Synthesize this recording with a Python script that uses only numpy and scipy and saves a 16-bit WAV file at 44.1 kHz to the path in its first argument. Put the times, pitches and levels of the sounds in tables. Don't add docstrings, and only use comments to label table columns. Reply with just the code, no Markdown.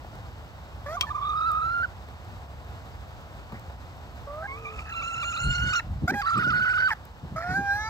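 import sys
import numpy as np
from scipy import signal
from scipy.fft import rfft, irfft, next_fast_len
from scipy.io import wavfile

SR = 44100
rng = np.random.default_rng(int(sys.argv[2]) if len(sys.argv) > 2 else 0)


def unload_audio(sound):
    columns = np.transpose(np.atleast_2d(sound))
    steps = np.round(np.clip(columns, -1, 1) * 32767)
    wavfile.write(sys.argv[1], SR, steps.astype(np.int16))


N = 347949


def amp(db):
    return 10 ** (np.asarray(db) / 20)


def evened(x):
    return x / np.sqrt(np.mean(x ** 2) + 1e-20)


def read(points, hz):
    f, value = np.transpose(points)
    return np.interp(np.log(hz + 1), np.log(f + 1), value)


def shaped(x, gain):
    size = next_fast_len(x.shape[-1] + 2048)
    spectrum = rfft(x, size) * gain(np.fft.rfftfreq(size, 1 / SR))
    return irfft(spectrum, size)[..., :x.shape[-1]]


def coloured(points, size):
    return evened(shaped(rng.standard_normal(size), lambda f: amp(read(points, f))))


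def wobble(hz, size):
    return evened(shaped(rng.standard_normal(size), lambda f: 1 / (1 + (f / hz) ** 4)))


def add(mix, s, sound):
    part = mix[max(round(s * SR), 0):][:len(sound)]
    part += sound[:len(part)]


def controls(rows):
    s, *columns = np.transpose(rows)
    t = np.arange(s[0], s[-1], 1 / SR)
    return t, *(np.interp(t, s, column) for column in columns)


def spell(t, middle, half_length, edge=3):
    return np.exp(-np.minimum(abs((t - middle) / half_length), 10) ** edge)


# (frequency [Hz], relative density [dB per Hz])
AIR_COLOUR = [(30, -19), (52, -4), (66, 0), (85, -4), (125, -10), (200, -19.5), (400, -25), (750, -19),
              (1400, -25.5), (2200, -33), (5000, -37), (8500, -48), (15500, -54)]
# (time [s], level [dB])
AIR_LEVEL = [(0, -41), (5.6, -41), (6, -43), (6.8, -40.5), (7.1, -43.5), (7.5, -41)]
# (frequency [Hz], likeness [0-1])
AIR_LIKENESS = [(60, .85), (700, .8), (5000, .6), (9000, .95)]


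def air():
    def same(f):
        return np.clip(read(AIR_LIKENESS, f), 0, 1)

    mid = shaped(coloured(AIR_COLOUR, N), lambda f: np.sqrt((1 + same(f)) / 2))
    side = shaped(coloured(AIR_COLOUR, N), lambda f: np.sqrt((1 - same(f)) / 2))
    drone_hz = 60.0 + 3.4 * wobble(7.5, N)
    drone = amp(-25.0) * np.sin(2 * np.pi * np.cumsum(drone_hz) / SR) * (1 + 0.81 * wobble(2.5, N))
    level_db = np.interp(np.arange(N) / SR, *np.transpose(AIR_LEVEL)) + .8 * wobble(14, N)
    return np.array([mid + side + drone, mid - side + drone]) * amp(level_db)


# (middle [s], half length [s], level before an 8 dB cut [dB], edge that scales the band [Hz])
LOW_THUMPS = [(3.538, 0.029, -34.5, 290), (5.482, 0.088, -19.5, 117.4), (5.646, 0.13, -24, 136),
              (5.93, 0.14, -26.5, 114), (6.04, 0.034, -19.5, 212), (6.126, 0.064, -26.5, 367),
              (6.382, 0.047, -24.5, 276), (6.474, .01, -29, 557), (6.5, 0.22, -31.5, 230),
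              (7.248, 0.031, -30, 242), (7.342, 0.068, -32, 208), (7.516, 0.06, -29.5, 286),
              (7.595, 0.051, -28.5, 318)]


def low_thumps():
    out = np.zeros(N)
    for middle, half_length, db, edge_hz in LOW_THUMPS:
        size = int(2 * half_length * SR)

        def band(f):
            above_bottom = f ** 4 / (f ** 4 + (.33 * edge_hz) ** 4)
            return above_bottom / (1 + (f / (.75 * edge_hz)) ** 3)

        swell = shaped(rng.standard_normal(size), band)
        add(out, middle - half_length, amp(db - 8.0) * evened(swell * np.hanning(size)))
    return out


# (time [s], pitch [Hz], level [dB])
FAR_NOTES = [
    [(4.48, 431, -55), (4.6, 455, -48.5), (4.78, 430, -49.5)],
    [(7.795, 6000, -46), (7.85, 5010, -59), (7.889, 4670, -40)],
]


def notes():
    out = np.zeros(N)
    for rows in FAR_NOTES:
        t, hz, db = controls(rows)
        phase = 2 * np.pi * np.cumsum(hz * (1 + 0.0022 * wobble(60, len(t)))) / SR
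        add(out, t[0], amp(db) * evened(np.sin(phase)) * signal.windows.tukey(len(t), .2))
    return out


# (middle [s], half length [s], level [dB], centre [Hz], width [octaves])
RUSTLES = [(3.56, .045, -50, 1900, .25), (4.79, .12, -58, 5200, .55)]
RUSTLE_GRAINS_PER_S = 2500


def rustles():
    out = np.zeros(N)
    for middle, half_length, db, centre_hz, octaves in RUSTLES:
        size = int(2 * half_length * SR)
        snaps = rng.standard_normal(size) * (rng.random(size) < RUSTLE_GRAINS_PER_S / SR)
        crackle = shaped(snaps, lambda f: np.exp(-.5 * (np.log2((f + 1) / centre_hz) / octaves) ** 2))
        add(out, middle - half_length, amp(db) * evened(crackle) * np.hanning(size))
    return out


# (time [s], peak level [dB])
CLEAR_TICKS = [(0.154, -43), (1.517, -29), (3.596, -37), (7.053, -38)]
# (frequency [Hz], level [dB])
TICK_COLOUR = [(300, -20), (2000, -3), (6000, 0), (15000, -3)]


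def straw():
    out, t = np.zeros(N), np.arange(SR // 30) / SR
    tiny = [(place * N / SR, -58 + 12 * u ** 2) for place, u in rng.random(size=(90, 2))]
    for s, db in list(CLEAR_TICKS) + tiny:
        tick = coloured(TICK_COLOUR, len(t)) * np.exp(-t / .0013)
        add(out, s, amp(db) * tick / abs(tick).max())
    return out


# (time [s], peak level [dB])
FOOT_PATS = [(0.047, -33), (2.087, -34), (3.522, -30), (3.544, -32), (3.698, -31)]
# (frequency [Hz], level [dB])
PAT_COLOUR = [(150, -9), (650, 0), (1100, -5), (2200, -19), (6000, -38)]
PAT_DECAY_S = .006


def feet():
    out, t = np.zeros(N), np.arange(SR // 12) / SR
    for s, db in FOOT_PATS:
        pat = coloured(PAT_COLOUR, len(t)) * np.exp(-t / PAT_DECAY_S)
        add(out, s, amp(db) * pat / abs(pat).max())
    return out


# (time [s], peak level [dB])
BEAK_BLOWS = [(1.0093, -8), (1.024, -26)]
# (frequency [Hz], relative level [dB], time to fall 60 dB [s])
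FEEDER_MODES = [(970, -12, 0.085), (2340, -7, 0.13), (2700, -14, 0.04), (3224, 5.5, 0.054),
                (5680, 10, 0.011), (8080, 5, 0.01)]


def pecks():
    out, t = np.zeros(N), np.arange(SR // 8) / SR
    crunch_colour = [(300, -21), (2000, -4.0), (3500, -3), (6000, -9), (9000, -23.5), (15000, -20)]  # (Hz, dB)
    for s, db in BEAK_BLOWS:
        ring = sum(amp(mode_db - 60 * t / t60) * np.sin(2 * np.pi * (hz * t + rng.random()))
                   for hz, mode_db, t60 in FEEDER_MODES)
        crunch = coloured(crunch_colour, len(t)) * (np.exp(-t / .0035) + .08 * np.exp(-t / .012))
        attack = 1 - np.exp(-(t / .0008) ** 2)
        blow = (ring + 2.2 * crunch) * attack
        add(out, s, amp(db) * blow / abs(blow).max())
    return out


# (middle [s], half length [s], rise of the half-way lines [dB])
DOUBLINGS = [(4.278, .015, 24), (5.535, .035, 19), (5.682, .03, 26), (5.785, .015, 17), (6.28, .025, 13),
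             (6.41, .015, 16), (7.42, .02, 14), (7.495, .06, 20), (7.85, .08, 26)]
HALF_DB, HALF_ROUGH_DB = -30, 24


def doubling(t, rough):
    rise = sum(rise_db * spell(t, s, length) for s, length, rise_db in DOUBLINGS)
    return HALF_DB + HALF_ROUGH_DB * rough + rise


EDGE_HZ = 15800
FLUTTER_HZ = 55
FRAY_HZ, FRAY_DB = 170, 5
OVERTONE_FLICKER_DB = 4
BURST_DB, BURSTS_PER_S = 4, 30
PATCHY_DB = 6


def syrinx(hz, octave_db, overtone_db, half_db, rough, throat, rasp_colour, fray, flutter, rasp_db):
    size, rough = len(hz), np.clip(rough, 0, 1)
    sag = abs(wobble(FLUTTER_HZ, size)) - np.sqrt(2 / np.pi)
    hz = hz * (1 - flutter * np.sqrt(rough) * sag + .04 * rough * wobble(520, size))
    phase = 2 * np.pi * np.cumsum(hz) / SR
    frayed = fray * (.4 + 1.5 * np.sqrt(rough))

    def partial(k, slip=0):
        start = rng.uniform(0, 2 * np.pi)
        return np.sqrt(2) * np.cos(k * phase + slip + start) * (k * hz < EDGE_HZ)

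    def broken(k):
        slip = frayed * min(k / 4, 3) * wobble(FRAY_HZ, size)
        return partial(k, slip) * amp(FRAY_DB * frayed * (wobble(FLUTTER_HZ, size) - .5))

    def through(k):
        return broken(k) * amp(read(throat, k * hz) + OVERTONE_FLICKER_DB * wobble(10.3, size))

    def smear():
        return 1 + 2.2 * rough * wobble(300, size)

    def torn(k):
        return partial(k) * wobble(.3 * hz.mean(), size) * amp(BURST_DB * wobble(BURSTS_PER_S, size))

    core = partial(1) + amp(octave_db) * broken(2) * (1 + rough * wobble(250, size))
    upper = amp(overtone_db) * sum(through(k) * smear() for k in range(3, 24))
    halves = amp(half_db + overtone_db / 2 - 3) * sum(through(k + .5) for k in range(1, 8))
    gap_noise = sum(torn(k + .5) for k in range(1, 22))
    rasp = evened(shaped(gap_noise, lambda f: amp(read(rasp_colour, f)))) * rough * amp(rasp_db)
    shimmer_db = np.sqrt(rough) * (2.3 * wobble(130, size) - 3 * sag)
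    patches_db = PATCHY_DB * rough ** 2 * np.tanh(wobble(25, size))
    fade = signal.windows.tukey(size, min(1, .012 * SR / size))
    return (core + upper + halves + rasp) * amp(shimmer_db + patches_db) * fade


# (frequency [Hz], gain [dB])
CAW_THROAT = [(1050, 7), (1300, 24), (1900, 17), (2450, 9), (2900, -20), (3300, 4.5), (4800, 8.5),
              (7000, 5), (9000, -13.5), (12500, -6.5), (15500, -19)]
# (frequency [Hz], relative level [dB])
CAW_RASP = [(700, -16.5), (1350, -2), (1950, 15.5), (2300, 5), (2900, -34), (4800, -14), (8000, -32)]
CAW_FRAY, CAW_FLUTTER = .33, .025


def caw_voice(t, hz, octave_db, overtone_db, rough, rasp_db):
    return syrinx(hz, octave_db, overtone_db, doubling(t, rough), rough,
                  CAW_THROAT, CAW_RASP, CAW_FRAY, CAW_FLUTTER, rasp_db)


# (time [s], pitch [Hz], level [dB], octave [dB], overtones [dB], roughness [0-1])
DRAWL = [(7.357, 628, -37, 7.5, -29.5, 0.14), (7.425, 686, -38, 0.5, -37, 0.42),
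         (7.465, 714, -35, 0.5, -41, 0.1), (7.535, 745, -33.5, 2, -30, 0.09),
         (7.57, 797, -34.5, 11.5, -25, 0), (7.626, 802, -33, -6, -37, 0), (7.712, 799, -33, 11, -27, 0),
         (7.77, 829, -33, 1, -30.5, 0.02), (7.81, 853, -39, 7.5, -25.5, 0),
         (7.895, 892, -36.5, -5.5, -34, 0.04)]


def drawl():
    out = np.zeros(N)
    t, hz, db, octave_db, overtone_db, rough = controls(DRAWL)
    add(out, t[0], amp(db) * caw_voice(t, hz, octave_db, overtone_db, rough, rasp_db=5))
    return out


# (start [s], length [s], first pitch [Hz], last pitch [Hz], mid-length level [dB],
# octave [dB], overtones [dB], roughness once clear [0-1])
CAWS = [(0.858, 0.11, 565, 737, -37, -1.5, -31.5, 0.14), (1.065, 0.036, 890, 860, -47, 6, -23, 0.07),
        (4.268, 0.17, 563, 668, -40.5, -2, -73, 0.11), (4.422, 0.049, 762, 846, -41, 4, -68, 0.24),
        (4.857, 0.06, 856, 808, -58, 14, -19.5, 0.72), (5.793, 0.017, 950, 905, -46.5, 6.5, -30, 0.8),
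        (6.074, 0.04, 689, 830, -31.5, 6, -23, 0.14), (6.104, 0.047, 826, 974, -48, 11, -25, 0.64),
        (6.137, 0.078, 817, 814, -32.5, -1, -27, 0.03), (6.901, 0.039, 926, 800, -36, 8, -28.5, 0.58)]
CAW_BEND, CAW_SWELL_DB = 1.4, 4
HOARSE, CLEAR_S = 0.18, 0.012


def caws():
    out = np.zeros(N)
    for start, length, first_hz, last_hz, db, octave_db, overtone_db, rough in CAWS:
        t = np.arange(0, length, 1 / SR)
        hz = first_hz + (last_hz - first_hz) * (t / length) ** CAW_BEND
        rough = rough + HOARSE * np.exp(-t / CLEAR_S)
        level_db = db + CAW_SWELL_DB * (t / length - .5)
        voice = caw_voice(start + t, hz, octave_db, overtone_db, rough, rasp_db=-5.5)
        add(out, start, amp(level_db) * voice)
    return out


SNARL_SHARE, SNARL_DRIFT, SNARL_DRIFT_HZ = .33, .07, 110
SKIRT_HZ = 190
SNARL_UPPER_DB, SNARL_LOWER_DB, SKIRT_DB = -15, -26, -8.5


def snarl(hz):
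    size = len(hz)

    def tone(f, turn=0):
        return np.sqrt(2) * np.cos(2 * np.pi * np.cumsum(f) / SR + turn)

    gap = hz * (SNARL_SHARE + SNARL_DRIFT * wobble(SNARL_DRIFT_HZ, size))
    skirt = evened(tone(hz) * wobble(SKIRT_HZ, size) + tone(hz, np.pi / 2) * wobble(SKIRT_HZ, size))
    sidebands = amp(SNARL_UPPER_DB) * tone(hz + gap) + amp(SNARL_LOWER_DB) * tone(hz - gap)
    return sidebands + amp(SKIRT_DB) * skirt


# (time [s], pitch [Hz], level [dB], roughness [0-1])
WHINES = [
    [(0.966, 1183, -29.5, 0.25), (1.16, 1192, -29.5, 0.3), (1.22, 1155, -30.5, 0.25),
     (1.46, 1310, -25, 0.2), (1.55, 1241, -25.5, 0.22), (1.71, 1384, -27.5, 0.16),
     (1.825, 1395, -25.5, 0.01), (1.835, 1526, -26, 0.27), (1.845, 1500, -25.5, 0.3),
     (1.862, 1295, -37, 0.5)],
    [(4.47, 1117, -50, 0.15), (4.54, 1130, -41.5, 0), (4.61, 1247, -50.5, 0.5), (4.67, 1212, -46.5, 0.12),
     (4.75, 1268, -47, 0.62), (4.86, 1296, -50, 0.39), (4.96, 1348, -35, 0.09), (5.41, 1393, -31.5, 0.13),
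     (5.72, 1456, -29, 0.11), (5.775, 1417, -23, 0.12), (5.803, 1308, -35, 0)],
    [(6.213, 1452, -33, 0.78), (6.232, 1093, -34, 0.06), (6.256, 1162, -30, 0.12),
     (6.26, 1333, -25.5, 0.14), (6.36, 1353, -24, 0.08), (6.395, 1440, -26.5, 0.15),
     (6.46, 1452, -23.5, 0.06), (6.81, 1500, -23.5, 0.1), (6.876, 1517, -20.5, 0.01),
     (6.88, 1293, -29, 0.15), (6.91, 1092, -27.5, 0.4)],
]
# (octave [dB], overtones [dB], rasp at full roughness [dB],
# fraying of the overtones [radians])
WHINE_VOICES = [(-28, -32, -21, .5), (-7, -5, 1, .7), (-23, -25, .5, 1.05)]
# (middle [s], half length [s], drop in pitch [Hz], change of level [dB])
CRACKS = [(1.008, 0.024, 196, -15.5), (1.076, 0.026, 229.8, -20), (1.134, 0.012, 190.6, -13.5),
          (1.175, 0.0058, 167, -7.5), (1.204, 0.0087, 100.6, -5.5), (1.544, 0.0051, 40.4, -6.5),
          (4.502, 0.028, 48.8, 4.5), (4.672, 0.022, 45.8, 7), (4.8, 0.0089, 80, 6.5),
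          (4.944, 0.0052, 159, -2), (5.022, 0.0068, 207, -4.5), (5.236, 0.0094, 194, -0.5),
          (5.334, .008, 108.6, -2.5), (5.369, 0.0055, 155, -1.5), (5.734, 0.0048, 168.4, 0),
          (5.751, 0.0028, 188.3, -2), (6.31, 0.004, 130, -1.5), (6.362, 0.0048, 198, -3.5),
          (6.382, 0.0092, 194, -0.5), (6.433, 0.0071, 157, -2.5), (6.509, 0.008, 158, -2.5),
          (6.524, 0.0065, 243.5, -3.5), (6.603, 0.0044, 170, -5.5), (6.652, 0.0046, 192.2, -5),
          (6.734, 0.0052, 196, -5), (6.779, 0.0045, 252.5, -3), (6.818, 0.0024, 128, -11)]
# (middle [s], half length [s], gain of the snarl re the whine [dB])
SNARLS = [(5.68, .09, -7), (6.28, .025, 0), (6.411, .016, 2), (6.557, .027, -5), (6.68, .02, -1),
          (6.817, .018, -3), (6.895, .016, 0)]
# (frequency [Hz], gain [dB])
SHUT_THROAT = [(2400, -6), (3800, 5), (4300, -5), (5700, -14), (7000, -14), (8500, -29)]
OPEN_THROAT = [(2200, -5), (3500, -5), (4200, -13.5), (4900, -14), (5500, -20), (6900, -14), (8300, -27),
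               (11000, -41)]
HALF_THROAT = [(1900, 16), (2400, -11), (3500, -5), (4400, -1), (5100, -6), (6000, -19), (7000, -16),
               (8500, -30)]
# (frequency [Hz], relative level [dB])
SHUT_RASP = [(800, -17), (1400, -9), (1850, -1), (2400, -1), (3200, -2), (4000, -10), (4800, -4),
             (6000, -16), (8000, -20), (15500, -35)]
OPEN_RASP = [(800, -12), (2100, 6.5), (4200, -6), (5200, -10), (6600, 1.5), (8200, -23), (15500, -31)]
USUAL_DB, PURER_DB_PER_DB = -24, 0.43
MELLOW_DB = -31
FAINT_DB = -40
CRACK_EDGE = 6
CRACK_ROUGH, CRACK_OCTAVE_DB = .05, 3
WHINE_FLUTTER = .075
SNARL_REST_DB = -17


def whines():
    out = np.zeros(N)
    beaks = [(SHUT_THROAT, SHUT_RASP), (OPEN_THROAT, OPEN_RASP), (HALF_THROAT, SHUT_RASP)]
    for rows, voice_settings, (throat, rasp_colour) in zip(WHINES, WHINE_VOICES, beaks):
        octave_db, overtone_db, rasp_db, fray = voice_settings
        t, hz, db, rough = controls(rows)
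        purer_db = PURER_DB_PER_DB * (np.maximum(db, FAINT_DB) - USUAL_DB)
        mellow_db = np.maximum(MELLOW_DB - db, 0)
        for s, length, drop_hz, change_db in CRACKS:
            crack = spell(t, s, length, CRACK_EDGE)
            hz = hz - drop_hz * crack
            db = db + change_db * crack
            rough = rough + CRACK_ROUGH * crack
            octave_db = octave_db + CRACK_OCTAVE_DB * crack
        voice = syrinx(hz, octave_db - purer_db, overtone_db - purer_db - 1.25 * mellow_db,
                       doubling(t, rough) + rasp_db / 2, rough,
                       throat, rasp_colour, fray, WHINE_FLUTTER, rasp_db - mellow_db / 3)
        trace = amp(SNARL_REST_DB + np.minimum(purer_db, 0))
        harsh = trace + sum(amp(snarl_db) * spell(t, s, length) for s, length, snarl_db in SNARLS)
        add(out, t[0], amp(db) * (voice + harsh * snarl(hz)))
    return out


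def placed(x, right_db, lag_ms):
    left, right = np.broadcast_to(x, (2, N))

    def lean(f):
        return amp(right_db / 2 / (1 + (f / 2300) ** 4))

    def delay(f):
        return np.exp(-2j * np.pi * f * lag_ms / 1000)

    return np.array([shaped(left, lambda f: delay(f) / lean(f)), shaped(right, lean)])


def yard(x, wet_db, t60):
    t = np.arange(SR // 2) / SR
    sparse = rng.standard_normal((2, len(t))) * (rng.random((2, len(t))) < .05)
    taps = sparse * amp(-60 * t / t60) * (t > .004)
    return amp(wet_db) * signal.fftconvolve(x[None], taps / np.linalg.norm(taps[0]), axes=1)[:, :N]


# (right louder at low frequency [dB], left later [ms])
PORT_GAP = dict(caw=(3, .08), whine=(5, .01), peck=(0, .02), air=(1, 0))


def scene():
    outdoors = placed(air(), *PORT_GAP["air"])
    thumps = low_thumps() + np.array([[.2], [-.2]]) * low_thumps()
    litter = straw() + rustles() + feet()
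    knocks, low, high = pecks(), caws() + drawl(), whines()
    near = placed(low, *PORT_GAP["caw"]) + placed(high, *PORT_GAP["whine"]) + placed(knocks, *PORT_GAP["peck"])
    scatter = yard(low + high + knocks, wet_db=-24, t60=.25)
    return outdoors + thumps + notes() + litter + scatter + near


# (frequency [Hz], gain [dB])
RIGHT_SHADOW = [(3200, 0), (4200, -6), (5600, -14), (6800, -9), (8300, 0)]
# (frequency [Hz], phase [radians])
LEFT_LEAD = [(200, 0), (800, .8), (1550, 1.8), (2200, 2.35), (3200, 3), (4100, 6.5), (7800, 6.0),
             (9100, 3.4), (11200, 3), (12100, 0)]


def record(dry):
    right = shaped(dry[1], lambda f: amp(read(RIGHT_SHADOW, f)) * np.exp(-1j * read(LEFT_LEAD, f)))
    ports = shaped(np.array([dry[0], right]), lambda f: f ** 4 / (f ** 4 + 36 ** 4))
    band_limit = signal.firwin(511, EDGE_HZ, window=("kaiser", 9), fs=SR)
    return signal.oaconvolve(ports, band_limit[None], "same")


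dry = scene()
out = record(dry)
unload_audio(out)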